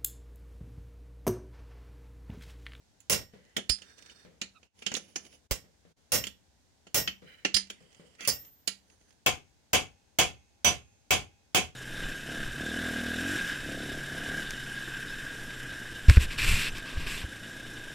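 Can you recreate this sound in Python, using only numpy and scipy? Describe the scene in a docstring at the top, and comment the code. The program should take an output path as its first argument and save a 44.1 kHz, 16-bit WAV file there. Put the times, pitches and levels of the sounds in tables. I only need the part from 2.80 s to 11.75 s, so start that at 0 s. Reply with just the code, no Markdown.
"""A smith forges a red-hot bar in a small workshop, close to a two-port microphone.
He first hammers it between the clattering dies of a guillotine tool: crowded noise modes and ringing sines.
Between these blows the tongs clink, the bar scrapes as filtered noise and squeals once as a wavering tone;
low tones thump as the microphone overloads. The bar is drawn out and the top die drops shut with a ring;
six even blows on the anvil face follow. The recorder's limiter flattens the start of every loud blow."""
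import sys
import numpy as np
from scipy import signal
from scipy.fft import rfft, irfft, next_fast_len
from scipy.io import wavfile
from scipy.ndimage import uniform_filter1d

SR = 44100
rng = np.random.default_rng(int(sys.argv[2]) if len(sys.argv) > 2 else 0)


def unload_wav(signal):
    """Save mono or channel-first audio to the path in sys.argv[1] as 16-bit WAV at rate SR, clipped to [-1, 1]."""
    wavfile.write(
        sys.argv[1],
        SR,
        np.round(np.clip(np.atleast_2d(signal).T, -1, 1) * 32767).astype(np.int16),
    )


N = 394694
CUTOFF_HZ = 16000
TIME = np.arange(N) / SR  # seconds into the scene
AGE = np.arange(24000) / SR  # seconds since a contact

# Balance of the two microphone ports. Each row: frequency in Hz, left over right in dB.
PORT_BALANCE = [(60, 0.5), (250, 5.5), (600, 8.5), (1500, 4.5), (2300, 7), (3200, -6.5), (4500, -7.5),
                (7000, -4.5), (15000, -1.5)]
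# The bar slides over steel, once for each push, turn or pull.
# Each row: start in seconds, length in seconds, scraping level in dB, grinding level in dB.
STROKES = [(0.492, 0.26, -75.5, -71.5), (0.982, 0.45, -62, -65.5), (1.95, 0.61, -63.5, -88),
           (4.432, 0.18, -77, -61.5), (4.85, 0.58, -69.5, -75), (5.379, 0.091, -49.5, -45.5),
           (5.578, 0.091, -65, -82), (6.033, 0.3, -70.5, -92)]
# Colour of a light steel contact. Each row: frequency in Hz, relative level in dB per Hz.
KNOCK_COLOUR = [(30, -20), (100, -12.5), (200, 2.5), (450, -0.5), (1000, -11), (1900, 1), (2900, 0.5),
                (3900, -7.5), (5000, -6), (7200, -3), (8300, -17.5), (10000, -14), (11500, -31.5),
                (15500, -22.5)]


def from_db(db):
    """Decibels to gain."""
    return 10 ** (np.asarray(db) / 20)


def rms_one(x):
    """Scale to unit power."""
    return x / np.sqrt(np.mean(x ** 2) + 1e-20)


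def at_hz(points, hz):
    """Read a table on a log-frequency axis."""
    f, value = np.transpose(points)
    return np.interp(np.log(np.maximum(hz, 1)), np.log(f), value)


def add(out, s, sound, pan_db=0):
    """Mix a sound in at a time, with the left raised over the right by pan_db."""
    start = max(round(s * SR), 0)
    sides = from_db(np.array([[pan_db], [-pan_db]]) / 2)
    out[:, start:start + sound.shape[-1]] += (rms_one(sides) * sound)[:, :N - start]


def fade(t60, age=AGE):
    """Exponential decay by 60 dB in t60 seconds."""
    return np.exp(-np.log(1000) * age / t60)


def flutter(size, step_s):
    """Random unevenness that changes about once a step; spread 1."""
    steps = np.arange(size) / (SR * step_s)
    return rms_one(np.interp(steps, np.arange(1000), rng.standard_normal(1000)))


def ripple(spread_db, width_hz):
    """A steel body's own uneven forest of resonances, weaker in the bass, as rows of Hz and dB."""
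    hz = np.arange(30, CUTOFF_HZ, width_hz)
    uneven = np.clip(rng.standard_normal(len(hz)), -2, 2)
    return np.c_[hz, spread_db * hz / (hz + 1500) * uneven]


def contact(touch_db=-26, yield_s=0.0018):
    """The first touch is soft; the full shock follows."""
    return from_db(touch_db * np.clip(1 - (AGE / yield_s) ** 2, 0, 1))


def noise_spectrum(colour, size, shapes=()):
    """Random stereo spectrum of a given colour as the two ports hear it, and its frequencies."""
    # Likeness of the two ports. Each row: frequency in Hz, correlation.
    likeness = [(60, .2), (300, .35), (1000, 0.05), (15000, 0.05)]
    hz = np.fft.rfftfreq(size, 1 / SR)
    mid, side = rfft(rng.standard_normal((2, size)))
    alike = np.clip(at_hz(likeness, hz), -1, 1)
    sign = np.array([[1], [-1]])
    ports = (np.sqrt(1 + alike) * mid + sign * np.sqrt(1 - alike) * side) / np.sqrt(2)
    gain = rms_one(from_db(sum(at_hz(shape, hz) for shape in (colour, *shapes))))
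    return ports * gain * from_db(sign * at_hz(PORT_BALANCE, hz) / 2), hz


def ring(modes, age=AGE):
    """Struck modes; each blow gives every mode a slightly different share, and a phase at each port."""
    hz, db, t60 = np.transpose(modes)[:, :, None]
    db = db + 1.8 * rng.standard_normal(hz.shape)
    db = db + np.array([1, -1])[:, None, None] * at_hz(PORT_BALANCE, hz) / 2
    phase = rng.uniform(0, 2 * np.pi, hz.shape)
    phase = phase + rng.uniform(-np.pi / 2, np.pi / 2, (2, len(hz), 1))
    return np.sum(from_db(db) * fade(t60, age) * np.sin(2 * np.pi * hz * age + phase), axis=1)


def clatter(colour, shapes, crack_t60, tail_db, snap_db=3, snap_t60=0.013):
    """A sharp snap, a crack of crowded modes, then a tail in the shop whose top treble dies first."""
    # Dying of the tail in the shop. Each row: frequency in Hz, t60 in seconds.
    decay = [(60, 0.42), (200, 0.29), (700, 0.22), (2700, 0.22), (6000, 0.2), (10000, 0.19), (15000, 0.044)]
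    spectrum, hz = noise_spectrum(colour, len(AGE), shapes)
    centres, t60s = np.transpose(decay)
    tail = 0
    for band, t60 in zip(np.eye(len(t60s)), t60s):  # overlapping bands that sum to the whole
        share = at_hz(np.c_[centres, band], hz)
        tail = tail + irfft(spectrum * share) * fade(t60)
    crack = irfft(spectrum) * (fade(crack_t60) + from_db(snap_db) * fade(snap_t60))
    return crack + from_db(tail_db) * tail


def scraping(rough_db=3.0, slip_s=.02, attack_s=0.045, release_s=0.044):
    """Each stroke swells, holds and stops; scale catches and slips: a hiss and a narrower grinding."""
    # Hiss of the dragged bar. Each row: frequency in Hz, relative level in dB per Hz.
    drag_colour = [(60, -30), (160, 2), (450, 4.5), (750, -3.5), (1200, -10), (3000, -4.5), (4000, -14),
                   (6500, -9), (8300, -19.5), (10000, -15), (12000, -33.5), (15000, -25)]
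    # Grinding of bar on die. Each row: frequency in Hz, relative level in dB per Hz.
    grind_colour = [(700, -27.5), (1400, -0.5), (2000, 9.5), (2700, -3), (3600, -13.5), (7000, -30)]
    out, age = np.zeros((2, N)), TIME[:SR]
    for s, length, hiss_db, grind_db in STROKES:
        push = np.clip(age / attack_s, 0, 1) * np.clip(1 - (age - length) / release_s, 0, 1)
        for colour, db in (drag_colour, hiss_db), (grind_colour, grind_db):
            rub = irfft(noise_spectrum(colour, SR, [ripple(spread_db=11.0, width_hz=330)])[0])
            add(out, s, rub * push * from_db(db + rough_db * flutter(SR, slip_s)), pan_db=-6.0)
    return out


def ticks(ticks_per_s=12, over_scraping_db=10.5, spread_db=4, tick_t60=.04):
    """While the bar slides, the tongs tick at uneven moments, louder in a harder stroke."""
    out = np.zeros((2, N))
    for s, length, hiss_db, _ in STROKES:
        for share, strength in rng.uniform([0, -1], 1, (round(ticks_per_s * length), 2)):
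            shapes = [ripple(spread_db=1.0, width_hz=250)]
            tick = irfft(noise_spectrum(KNOCK_COLOUR, size=4096, shapes=shapes)[0])
            tick = tick * fade(tick_t60, AGE[:tick.shape[1]])
            db = hiss_db + over_scraping_db + spread_db * strength
            add(out, s + share * length, from_db(db) * tick, pan_db=-7.5)
    return out


def bumps():
    """The loose tool frame answers a shift of the bar with a dull bump of bass-heavy noise."""
    # Bumps of the frame. Each row: start in seconds, relative level in dB.
    frame_bumps = [(0.535, -53.5), (1.448, -53), (2.84, -62.5), (3.05, -61.5), (4.419, -52.5), (5.004, -60),
                   (5.195, -54)]
    # Their dull colour. Each row: frequency in Hz, relative level in dB per Hz.
    bump_colour = [(60, -21), (170, 8.5), (300, -7.5), (480, 4), (800, -17.5), (2000, -13), (6000, -29.5),
                   (12000, -41)]
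    out = np.zeros((2, N))
    for s, db in frame_bumps:
        bump = clatter(bump_colour, [ripple(spread_db=0, width_hz=380)], crack_t60=0.46, tail_db=-15)
        add(out, s, from_db(db) * bump * contact(), pan_db=-3)
    return out


def background(shop_db=-68, dip_db=-19):
    """Shop hiss and rumble as coloured noise with the handling on top; all dip briefly now and then."""
    # Colour of the shop. Each row: frequency in Hz, relative level in dB per Hz.
    shop_colour = [(15, -40), (25, -20.5), (70, 1), (127, -10.5), (285, -12), (326, -16.5), (677, -19.5),
                   (818, -17.5), (1260, -27.5), (1520, -22), (2220, -26), (2410, -25.5), (6740, -24.5),
                   (16000, -43.5)]
    # Brief dips in level. Each row: centre in seconds, half length in seconds.
    level_dips = [(1.909, 0.036), (2.686, 0.015), (3.148, 0.021)]
    size = 2 * next_fast_len(N // 2 + 1)
    shop = from_db(shop_db) * irfft(noise_spectrum(shop_colour, size)[0])[:, :N]
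    dips = sum(np.exp(-((TIME - s) / half) ** 4) for s, half in level_dips)
    return (shop + scraping() + bumps() + ticks()) * from_db(dip_db * dips)


def overload_thumps(thump_hz=55, thump_t60=0.088, thump_db=4):
    """A hard blow overloads the microphone: a dull thump, a quickly decaying low tone."""
    # Dull thumps. Each row: start in seconds, level in dB before thump_db.
    thumps = [(0.899, -27.5), (2.713, -24.5), (4.745, -36)]
    out = np.zeros((2, N))
    for s, db in thumps:
        thump = np.cos(2 * np.pi * thump_hz * AGE) * fade(thump_t60)
        add(out, s, from_db(db + thump_db) * thump, pan_db=-16)
    return out


def squeals(waver=0.037, overtone_db=-3):
    """As the bar turns in the die, stick and slip locks into a short wavering tone with two overtones."""
    # Squeals. Each row: centre in seconds, half length in seconds, pitch in Hz, level in dB.
    squeal_rows = [(1.768, 0.016, 1290, -57)]
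    out = np.zeros((2, N))
    for s, half, hz, db in squeal_rows:
        wander = rms_one(uniform_filter1d(rng.standard_normal(len(AGE)), size=120))
        phase = 2 * np.pi * np.cumsum(hz * (1 + waver * wander)) / SR
        tone = sum(from_db(overtone_db * k) * np.sin((k + 1) * phase) for k in range(3))
        swell = np.exp(-(AGE / half - 2) ** 2)
        add(out, s - 2 * half, from_db(db) * tone * swell, pan_db=-11.0)
    return out


def bar(ring_db=-7, rebound_s=.021, rebound_loss_db=3):
    """The bar, held only by the tongs, gives a bright clink when bumped and a weaker one on the rebound."""
    # Clinks off the die. Each row: start in seconds, level in dB before ring_db.
    bar_rings = [(0.8969, -19), (4.7436, -17.5), (5.4755, -19)]
    # Modes of the bar. Each row: frequency in Hz, relative level in dB, t60 in seconds.
    bar_modes = [(4533, -3, .11), (4700, -8, .1), (4893, -4, .14), (5006, 0, .13), (5130, -3, .12),
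                 (5604, -8, .1), (7402, -11, .14), (9179, -7, .13)]
    out = np.zeros((2, N))
    for s, db in bar_rings:
        for k in range(2):  # the bump, then its rebound
            gain = from_db(db + ring_db - k * rebound_loss_db)
            add(out, s + k * rebound_s, gain * ring(bar_modes) * contact(), pan_db=-5)
    return out


def tongs(force_db=-4, modes_db=-21, hump_db=11):
    """Bar and tongs knock on the tool: each contact favours the resonances around one pitch."""
    # Light steel contacts. Each row: start in seconds, level in dB before force_db, extra bass in dB,
    # extra treble in dB, ringing pitch in Hz, left over right in dB.
    knocks = [(0.202, -48.5, -9, 19, 6900, -8), (0.765, -17.5, 6, 8.5, 3350, -7.5),
              (0.777, -26.5, 15, 2, 2950, 1.5), (0.893, -15.5, -9, 7.5, 4630, -13.5),
              (1.017, -39, 6, 0, 3230, -6.5), (1.295, -43, -6, -9, 2920, -6),
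              (1.614, -22.5, -2.5, -3, 4250, -1.5), (1.828, -48.5, 7, -18, 2710, -7),
              (2.02, -34.5, 3.5, -4.5, 2720, -4), (2.063, -18, 0, -2, 3220, -7),
              (2.115, -25.5, 15, 0, 2620, -6), (2.138, -23, 6.5, 7, 6300, -9.5),
              (2.148, -23.5, -13, -4, 3604, -30), (2.164, -24, 6, 11, 5940, -2),
              (2.357, -22, 3.5, 1.5, 6040, -4), (3.437, -25, 0, 2, 2930, -9),
              (3.467, -27, 1, 7.5, 3300, -4.5), (4.067, -40.5, 14.5, 0.5, 3000, -6.5),
              (4.274, -17, -1.5, -30, 2980, -1.5), (4.648, -13.5, 5.5, -15, 2760, -6),
              (4.742, -13, -28, 4, 4580, -13.5), (4.764, -14.5, -9, 4, 4750, -3.5),
              (4.899, -29, -1, 6, 3350, -1.5), (5.448, -27, -10.5, 6, 2520, -14),
              (5.874, -16, -4, 12.5, 4360, -8)]
    # Modes of the tongs. Each row: frequency in Hz, relative level in dB, t60 in seconds.
    tong_modes = [(194.3, -5.5, 0.36), (1364, -6.5, 0.15), (1792, -3.5, 0.07), (2890, -1, 0.063),
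                  (3020, -0.5, 0.079), (3100, -4, 0.08), (4380, -3, 0.16), (5232, -10, 0.085),
                  (6140, -2, 0.079), (7200, -9, 0.18), (9440, -9.5, 0.11)]
    out = np.zeros((2, N))
    for s, db, bass_db, treble_db, hz, pan_db in knocks:
        tilt = [(700, bass_db), (2500, 0), (6500, 0.0054), (10000, treble_db)]
        hump = [(hz * .75, 0), (hz, hump_db), (hz / .8, 0)]
        shapes = [tilt, hump, ripple(spread_db=6.0, width_hz=88)]
        knock = clatter(KNOCK_COLOUR, shapes, crack_t60=0.044, tail_db=-13.5,
                        snap_db=9.0, snap_t60=0.0051)
        knock += from_db(modes_db) * ring(tong_modes)
        add(out, s, from_db(db + force_db) * knock * contact(yield_s=0.0025), pan_db)
    return out


def guillotine(force_db=-3.0, shop_db=-4.0, chatter_db=1, chatter_s=0.0054):
    """The top die, loose in its guides, crashes and chatters with a bright ring; at last it drops shut."""
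    # Blows on the top die, the last its drop. Each row: start in seconds, level in dB before force_db,
    # clatter tail in dB before shop_db, left over right in dB, ring in dB relative to the blow.
    die_blows = [(0.297, -6, 5.6, -3, -8), (2.709, -18, 3, -3, -16.5), (3.319, -4.5, 3, -2, -9.5),
                 (4.144, -1, -1.5, -1, -12.5), (5.474, -16, 6, -3.5, -5.5)]
    # Crowd of unresolved die modes. Each row: frequency in Hz, relative level in dB per Hz.
    die_colour = [(30, -24), (75, -3), (150, -3.5), (330, -9), (520, -2.5), (900, -10.5), (2000, -8.5),
                  (2900, -7), (3900, -12.5), (6000, -6.5), (8000, -11.5), (10000, -13), (11300, -19.5),
                  (15500, -6.5)]
    # Modes of the top die. Each row: frequency in Hz, relative level in dB, t60 in seconds.
    die_modes = [(500, -14, .16), (590, -15, .16), (1890, -17, .28), (2760, -16, .22), (5450, -6, .25),
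                 (6162, -2, .16), (6191, -6, .15), (6780, -9, .15), (7294, -15, .24), (9172, -6, .17),
                 (9857, 2, .12), (10590, -15, .17), (12840, -17, .14), (13825, -5, .24), (14720, -14, .12),
                 (15680, 0, .12)]
    # Beating pair of the freely ringing die. Each row: frequency in Hz, level in dB, t60 in seconds.
    drop_modes = [(13826, -33, .65), (13842, -37, .5)]
    out, body = np.zeros((2, N)), ripple(spread_db=6, width_hz=75)
    for s, db, clatter_db, pan_db, ring_db in die_blows:
        blow = clatter(die_colour, [body], crack_t60=0.075, tail_db=clatter_db + shop_db)
        blow = blow * from_db(chatter_db * flutter(len(AGE), chatter_s))
        blow = blow + from_db(ring_db) * ring(die_modes)
        add(out, s, from_db(db + force_db) * blow * contact(), pan_db)
    add(out, die_blows[-1][0], ring(drop_modes, age=TIME[:SR]))
    return out


def anvil(force_db=-3.0, modes_db=-7, hammer_db=14, hum_db=-57, tail_db=2):
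    """The soft hot bar damps the blow; the hammer head sings briefly and the anvil hums on faintly."""
    # Hammer on the bar on the anvil face. Each row: start in seconds, level in dB before force_db,
    # left over right in dB, hammer ring in dB before hammer_db.
    anvil_blows = [(6.461, -15.5, 1, -21.5), (6.931, -11.5, 0, -26), (7.386, -10.5, -1.5, -23.5),
                   (7.845, -9, -4, -10.5), (8.306, -11, -1.5, -35), (8.746, -11, -2.5, -31)]
    # Crowd of unresolved anvil modes. Each row: frequency in Hz, relative level in dB per Hz.
    anvil_colour = [(30, -23), (75, -1), (150, -6), (350, -7), (700, -4.5), (1100, -8.5), (1900, -10.5),
                    (2400, -2.5), (3200, -6), (4000, -14), (6300, -7.5), (8000, -13.5), (11300, -20),
                    (15500, -11)]
    # Modes of the anvil, of its long hum and of the hammer head.
    # Each row: frequency in Hz, relative level in dB, t60 in seconds.
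    anvil_modes = [(393, -12, .18), (497, -6, .2), (709, -6, .2), (743, -3, .22), (1028, -8, .18),
                   (2259, -5, .2), (2424, -8, .2), (2476, -10, .2), (2560, -7, .2), (2638, -10, .18),
                   (2993, -6, .19), (3168, -3, .18), (3315, -3, .2), (3250, -8, .19), (6545, -15, .17),
                   (8872, -20, .13), (15630, -14, .08)]
    hum_modes = [(813, -3, 1.6), (2760, -4, 1.0), (2159, -5, 1.3), (2234, -4, 1.3), (2471, 0, 1.2),
                 (2525, -3, 1.2), (2654, -2, 1.2), (3305, -4, 1.0), (6406, -2, 1.6)]
    hammer_modes = [(5993, 0, .14)]
    out, body = np.zeros((2, N)), ripple(spread_db=5.5, width_hz=55)
    for s, db, pan_db, ring_db in anvil_blows:
        blow = clatter(anvil_colour, [body], crack_t60=0.065, tail_db=tail_db)
        blow += from_db(modes_db) * ring(anvil_modes)
        blow += from_db(hammer_db + ring_db) * ring(hammer_modes)
        add(out, s, from_db(db + force_db) * blow * contact(), pan_db)
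        add(out, s, from_db(db + hum_db) * ring(hum_modes, age=TIME[:SR]), pan_db)
    return out


def scene():
    """All sources together at the microphone."""
    return background() + overload_thumps() + squeals() + bar() + tongs() + guillotine() + anvil()


def limiter(x, ceiling_db=-16.0, release_db_per_s=400, window_s=0.0016):
    """The gain drops at once when the short-term level passes the ceiling, then recovers quickly."""
    power = uniform_filter1d(np.mean(x ** 2, axis=0), max(int(window_s * SR), 1))
    over = np.maximum(10 * np.log10(np.maximum(power, 1e-12)) - ceiling_db, 0)
    recovery = release_db_per_s * TIME
    held = np.maximum.accumulate(over + recovery) - recovery
    return x * from_db(-held)


def record(dry):
    """The recorder: limiter, rounded peaks, and a steep cut of the top treble."""
    rounded = .6 * np.tanh(limiter(dry) / .6)
    top_cut = signal.ellip(10, .1, 80, CUTOFF_HZ, fs=SR, output="sos")
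    return signal.sosfilt(top_cut, rounded)


dry = scene()
out = record(dry)
unload_wav(out)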